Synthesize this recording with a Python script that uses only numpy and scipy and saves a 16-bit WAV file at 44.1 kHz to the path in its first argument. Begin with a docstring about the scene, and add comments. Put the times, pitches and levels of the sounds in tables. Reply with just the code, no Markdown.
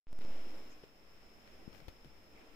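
"""A quiet tiled room where a cat sits at a plastic water jug, heard through a hand-held phone.
First the microphone wakes with five ticks as its offset settles, while room air, hiss, a thin whine
and the rumble of the grip fade in. Sparse soft knocks and small clicks follow. In the second half
they bunch up with crackle and brief rubs, mostly from the hand near the left port.
Two last rubs close the scene over the room air."""
import sys
import numpy as np
from scipy import signal
from scipy.fft import rfft, irfft
from scipy.io import wavfile

SR = 44100
rng = np.random.default_rng(int(sys.argv[2]) if len(sys.argv) > 2 else 0)


def put_to_file(sound):
    """Save the sound as 16-bit audio at rate SR, in the file named by the first command-line argument."""
    columns = np.atleast_2d(sound).T  # one column per channel
    safe = np.clip(columns, -1, 1)
    whole_steps = np.round(safe * 32767)
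    wavfile.write(sys.argv[1], SR, whole_steps.astype(np.int16))


N = 112454
TIME, FREQ = np.arange(N) / SR, np.fft.rfftfreq(N, 1 / SR)


def undb(db):
    """Decibels to gain."""
    return 10 ** (np.asarray(db) / 20)


def curve(table, column=1):
    """One column of a time table, joined by straight lines."""
    rows = np.array(table)
    return np.interp(TIME, rows[:, 0], rows[:, column])


def over_hz(points):
    """Rows of f/Hz and value, joined along a log frequency axis."""
    rows = np.array(points)
    return np.interp(np.log(FREQ + 1), np.log(rows[:, 0]), rows[:, 1])


def pan(db):
    """Stereo gains for a pan given as left minus right in dB."""
    return undb(np.array([[1], [-1]]) * db / 2)


def noise(gain, correlation=0):
    """Stereo noise with a given spectrum and left-right correlation; its mid signal has rms 1."""
    c = np.clip(correlation, -.95, .95)
    mid, side = (irfft(rfft(rng.standard_normal(N)) * gain * np.sqrt(1 + s * c), N) for s in (1, -1))
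    return (mid + side * np.array([[1], [-1]])) / mid.std()


def equalise(sound, colour):
    """Colour a sound with an EQ curve scaled to unit mean power."""
    return irfft(rfft(sound) * colour / np.sqrt(np.mean(colour ** 2)), N)


def knocks():
    """Each soft contact swells and dies within a cycle or two of one damped mode."""
    # contacts: t/s, pitch/Hz, time constant/s, envelope peak/dB, pan/dB
    contacts = [(0.26, 370, 0.00024, -48, 20), (0.4653, 270, 0.002, -49, 6),
                (0.8334, 140, 0.0012, -56.5, 18), (0.8366, 417, 0.0012, -45, 2),
                (1.6771, 181, 0.0009, -45.5, 28), (1.7555, 304, 0.00059, -66, 15),
                (1.821, 158, 0.0011, -57, 20), (1.8827, 62, 0.0013, -46.5, 25.5),
                (1.8825, 218, 0.00037, -46.5, 21), (1.8829, 680, 0.00019, -46, 11),
                (2.044, 249, 0.0023, -56.5, 11), (2.0561, 217, 0.0011, -51.5, -2),
                (2.047, 141.6, .008, -57.5, 0)]
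    out = 0
    for start, hz, swell, db, side in contacts:
        age = np.maximum(TIME - start, 0)
        envelope = (age / swell / 2) ** 2 * np.exp(2 - age / swell)
        out = out + envelope * np.sin(2 * np.pi * hz * age) * undb(db) * pan(side)
    return out


def clicks():
    """Tiny bursts coloured by the struck surface ring briefly off the tiles, from dull to crisp."""
    # contacts: t/s, decay/s, level/dB, pan/dB, low-pass corner/Hz
    contacts = [(0.2108, 0.00091, -46, 10, 3180), (.2172, 0.0034, -54, 11, 7000),
                (0.8354, 0.013, -60, -3, 9000), (1.476, 0.0014, -55.5, 15, 6000),
                (1.7294, 0.0024, -61.5, 24, 7000), (1.7476, 0.0029, -57, 13, 5000),
                (1.751, 0.00048, -60, 12, 6000), (1.7583, 0.00095, -56.5, 15, 7000),
                (1.8026, 0.0021, -58, 13, 5000), (1.882, 0.0077, -50.5, 6.5, 30200),
                (2.0463, 0.00087, -53.5, 14, 20000)]
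    # tone of the surface: f/Hz, relative level/dB
    surface = [(150, -3.5), (450, -1.5), (1100, -9.5), (2500, -6), (5500, -14.5), (8500, -26), (13000, -20)]
    tail_db, tail_s = -17.5, .02
    out = 0
    for start, decay, db, side, hz in contacts:
        age = np.abs(TIME - start)
        envelope = np.exp(-age / decay) + undb(tail_db) * np.exp(-age / tail_s)
        burst = rng.standard_normal((2, N)) * (TIME >= start) * envelope
        colour = undb(over_hz(surface)) / (1 + (FREQ / hz) ** 2)
        out = out + equalise(burst, colour) * undb(db) * pan(side)
    return out


def waking_microphone():
    """The offset swings out and settles; its regular jumps overshoot and are heard as ticks."""
    # slow drift: t/s, offset/full scale
    drift = [(.0696, 0), (.1296, 0.021), (.1896, 0.031), (.2496, 0.036), (.3096, 0.039), (.4, 0.024),
             (.5, 0.016), (.6, 0.0087), (.7, 0.004), (.83, 0), (1.1, -.001), (2.55, -.0007)]
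    # one jump per tick: size/full scale, low-pass corner/Hz
    jumps = [(.0025, 3000), (-.008, 11000), (-.0085, 10000), (-.009, 5500), (-.0045, 1200)]
    wake_s, interval_s, overshoot_q = .0696, .06, 1.4
    out = curve(drift)
    for k, (size, hz) in enumerate(jumps):
        progress = (TIME - wake_s) / interval_s - k
        sawtooth = size * (progress >= 0) * np.clip(1 - progress, 0, 1)
        low_pass = 1 / (1 + 1j * FREQ / (hz * overshoot_q) - (FREQ / hz) ** 2)
        out = out + irfft(rfft(sawtooth) * low_pass, N)
    return out


def crackle():
    """Runs of tiny separate snaps of uneven size start and stop abruptly."""
    # runs of snaps: t/s, length/s, level/dB, pan/dB
    runs = [(.216, .03, -69, 6), (1.727, .082, -70, 10)]
    # tone of a snap: f/Hz, relative level/dB
    tone = [(400, -25), (1500, 6), (3500, -2), (6500, -3.5), (9000, -14), (14000, -7)]
    snaps_per_s, spread_db = 850, 2
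    out = 0
    for start, length, db, side in runs:
        onsets = rng.random((2, N)) < snaps_per_s / SR
        sizes = onsets * undb(spread_db * rng.standard_normal((2, N)))
        snaps = sizes * rng.choice([-1, 1], (2, N)) / sizes.std()
        gate = (TIME >= start) * (TIME < start + length)
        out = out + equalise(snaps * gate, undb(over_hz(tone))) * undb(db) * pan(side)
    return out


def finger_rubs():
    """Fingers stick and slip on the case; each short, grainy rub rings one of its resonances."""
    # strokes: t/s, length/s, level/dB, pan/dB, resonance/Hz, width/Hz
    strokes = [(0.69, 0.06, -73.5, 1, 6430, 1800), (1.576, 0.057, -68, 10, 230, 160),
               (1.723, 0.035, -77, 10, 2400, 4000), (1.728, 0.038, -80, 5, 13500, 6000),
               (1.787, 0.064, -83, 2, 2210, 3000), (2.346, 0.057, -69, 0, 2320, 600),
               (2.386, .05, -73.5, 7, 2400, 1200)]
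    grain_db, grain_hz = 1.5, 151
    stick_slip = noise(undb(over_hz([(grain_hz, 0), (10 * grain_hz, -60)])))[0]
    out = 0
    for start, length, db, side, hz, width in strokes:
        resonance = 1 / (1 + (2 * (FREQ - hz) / width) ** 2)
        swell = np.sin(np.pi * np.clip((TIME - start) / length, 0, 1))
        out = out + noise(resonance) * swell * undb(db + grain_db * stick_slip) * pan(side)
    return out


def grip_rumble():
    """The holding hand makes a low rumble that wanders between left and right."""
    # movement of the grip: t/s, level/dB, pan/dB
    grip = [(.06, -110, -1), (.15, -66, -10), (.5, -63.5, 0), (.95, -67, 0), (1.08, -64.5, 1.5),
            (1.62, -64, -3), (1.76, -59, 10.5), (2.1, -62.5, -2.5), (2.55, -70.5, 16.5)]
    # tone of the rumble: f/Hz, relative level/dB
    tone = [(8, 0), (14, -6.5), (24, 3), (45, -13.5), (66, -7.5), (100, -18.5), (160, -16), (300, -60)]
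    return noise(undb(over_hz(tone)), correlation=.54) * undb(curve(grip)) * pan(curve(grip, column=2))


def room_air():
    """Room tone coloured by standing waves; its upper and lower bands swell separately."""
    # swells of the air: t/s, upper band/dB, lower band before its boost/dB
    swells = [(.06, -110, -110), (.08, -74, -74.5), (.12, -76, -65.5), (.2, -69, -66), (.23, -66, -60),
              (.33, -62.5, -58), (.57, -65, -59), (.75, -68.5, -66.5), (.93, -73, -69.5), (1.2, -70, -67.5),
              (1.38, -70.5, -66.5), (1.48, -68, -68), (1.6, -69, -63.5), (1.95, -70.5, -67.5),
              (2.3, -71.5, -68), (2.39, -68.5, -63), (2.55, -69, -66)]
    # broad tone of the air: f/Hz, relative level/dB
    tone = [(60, -46), (100, -22), (135, -17.5), (170, -13), (200, -8), (350, -3), (650, -7), (1050, -10),
            (1650, -12.5), (2340, -10.5), (3200, -15), (4500, -22), (5300, -23), (8000, -27)]
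    # standing waves: f/Hz, width/Hz, lift/dB
    modes = [(202.3, 14, 11), (249.3, 11, 8), (303.3, 11.5, 7.5), (447.7, 3, 11), (543, 26, 4),
             (638.7, 18, 7), (690, 2.2, 10.5), (763.5, 17.4, 4), (852, 10.6, 4.5), (990, 3.4, -3),
             (1074, 10.7, 2.5), (1346, 4.7, 8.5), (1372, 30, 3), (2277, 40, 0.5)]
    # stereo image: f/Hz, left-right correlation
    image = [(40, 0.14), (250, 0.87), (550, 0.6), (1000, 0.03), (2500, 0), (12000, 0.18)]
    crossover_hz, low_boost_db = 1077, 1
    modes_db = sum(db / (1 + (2 * (FREQ - hz) / width) ** 2) for hz, width, db in modes)
    roll_off_db = over_hz([(50, -51), (110, 1), (7500, -3.0), (9000, -12)])
    colour = undb(over_hz(tone) + modes_db + roll_off_db)
    low_share = 1 / (1 + (FREQ / crossover_hz) ** 6)
    upper = noise(colour * np.sqrt(1 - low_share), over_hz(image))
    lower = noise(colour * np.sqrt(low_share), over_hz(image))
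    return upper * undb(curve(swells)) + lower * undb(curve(swells, column=2) + low_boost_db)


def microphone_hiss():
    """The microphone's own noise is a smooth, wide bed of treble."""
    # fader of the hiss: t/s, level before trim/dB
    fader = [(.06, -120), (.11, -79), (.2, -75), (.3, -72.5), (.58, -71.5), (.72, -76), (.92, -79.5),
             (1.5, -77), (1.8, -77), (2.0, -78), (2.55, -77.5)]
    # tone of the hiss: f/Hz, relative level/dB
    tone = [(3000, -18), (6500, -6), (8500, -8), (11000, -7), (15000, -3)]
    trim_db = -.5
    return noise(undb(over_hz(tone))) * undb(curve(fader) + trim_db)


def electrical_whine():
    """A narrow band of electrical noise near 5.3 kHz sings thinly, left of centre."""
    # fader of the whine: t/s, level before trim/dB
    fader = [(.06, -115), (.09, -79.5), (.14, -78), (.3, -71), (.5, -70.5), (.9, -76), (1.6, -74.5),
             (2.55, -77)]
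    # shape of the band: f/Hz, relative level/dB
    band = [(4600, -20.5), (4950, -10), (5110, -2.5), (5240, 2), (5330, 4), (5420, -8.5), (5560, -10),
            (5900, -51)]
    trim_db = 1
    return noise(undb(over_hz(band)), correlation=.14) * undb(curve(fader) + trim_db) * pan(db=5)


def scene():
    """Handling noises and the waking ticks over a bed of air, electronics and rumble."""
    bed = room_air() + microphone_hiss() + electrical_whine() + grip_rumble()
    return bed + finger_rubs() + knocks() + clicks() + crackle() + waking_microphone()


def record(dry):
    """The phone cuts the top of the treble steeply."""
    top_hz = 15520
    return signal.sosfilt(signal.ellip(10, .2, 70, top_hz, fs=SR, output="sos"), dry)


dry = scene()
out = record(dry)
put_to_file(out)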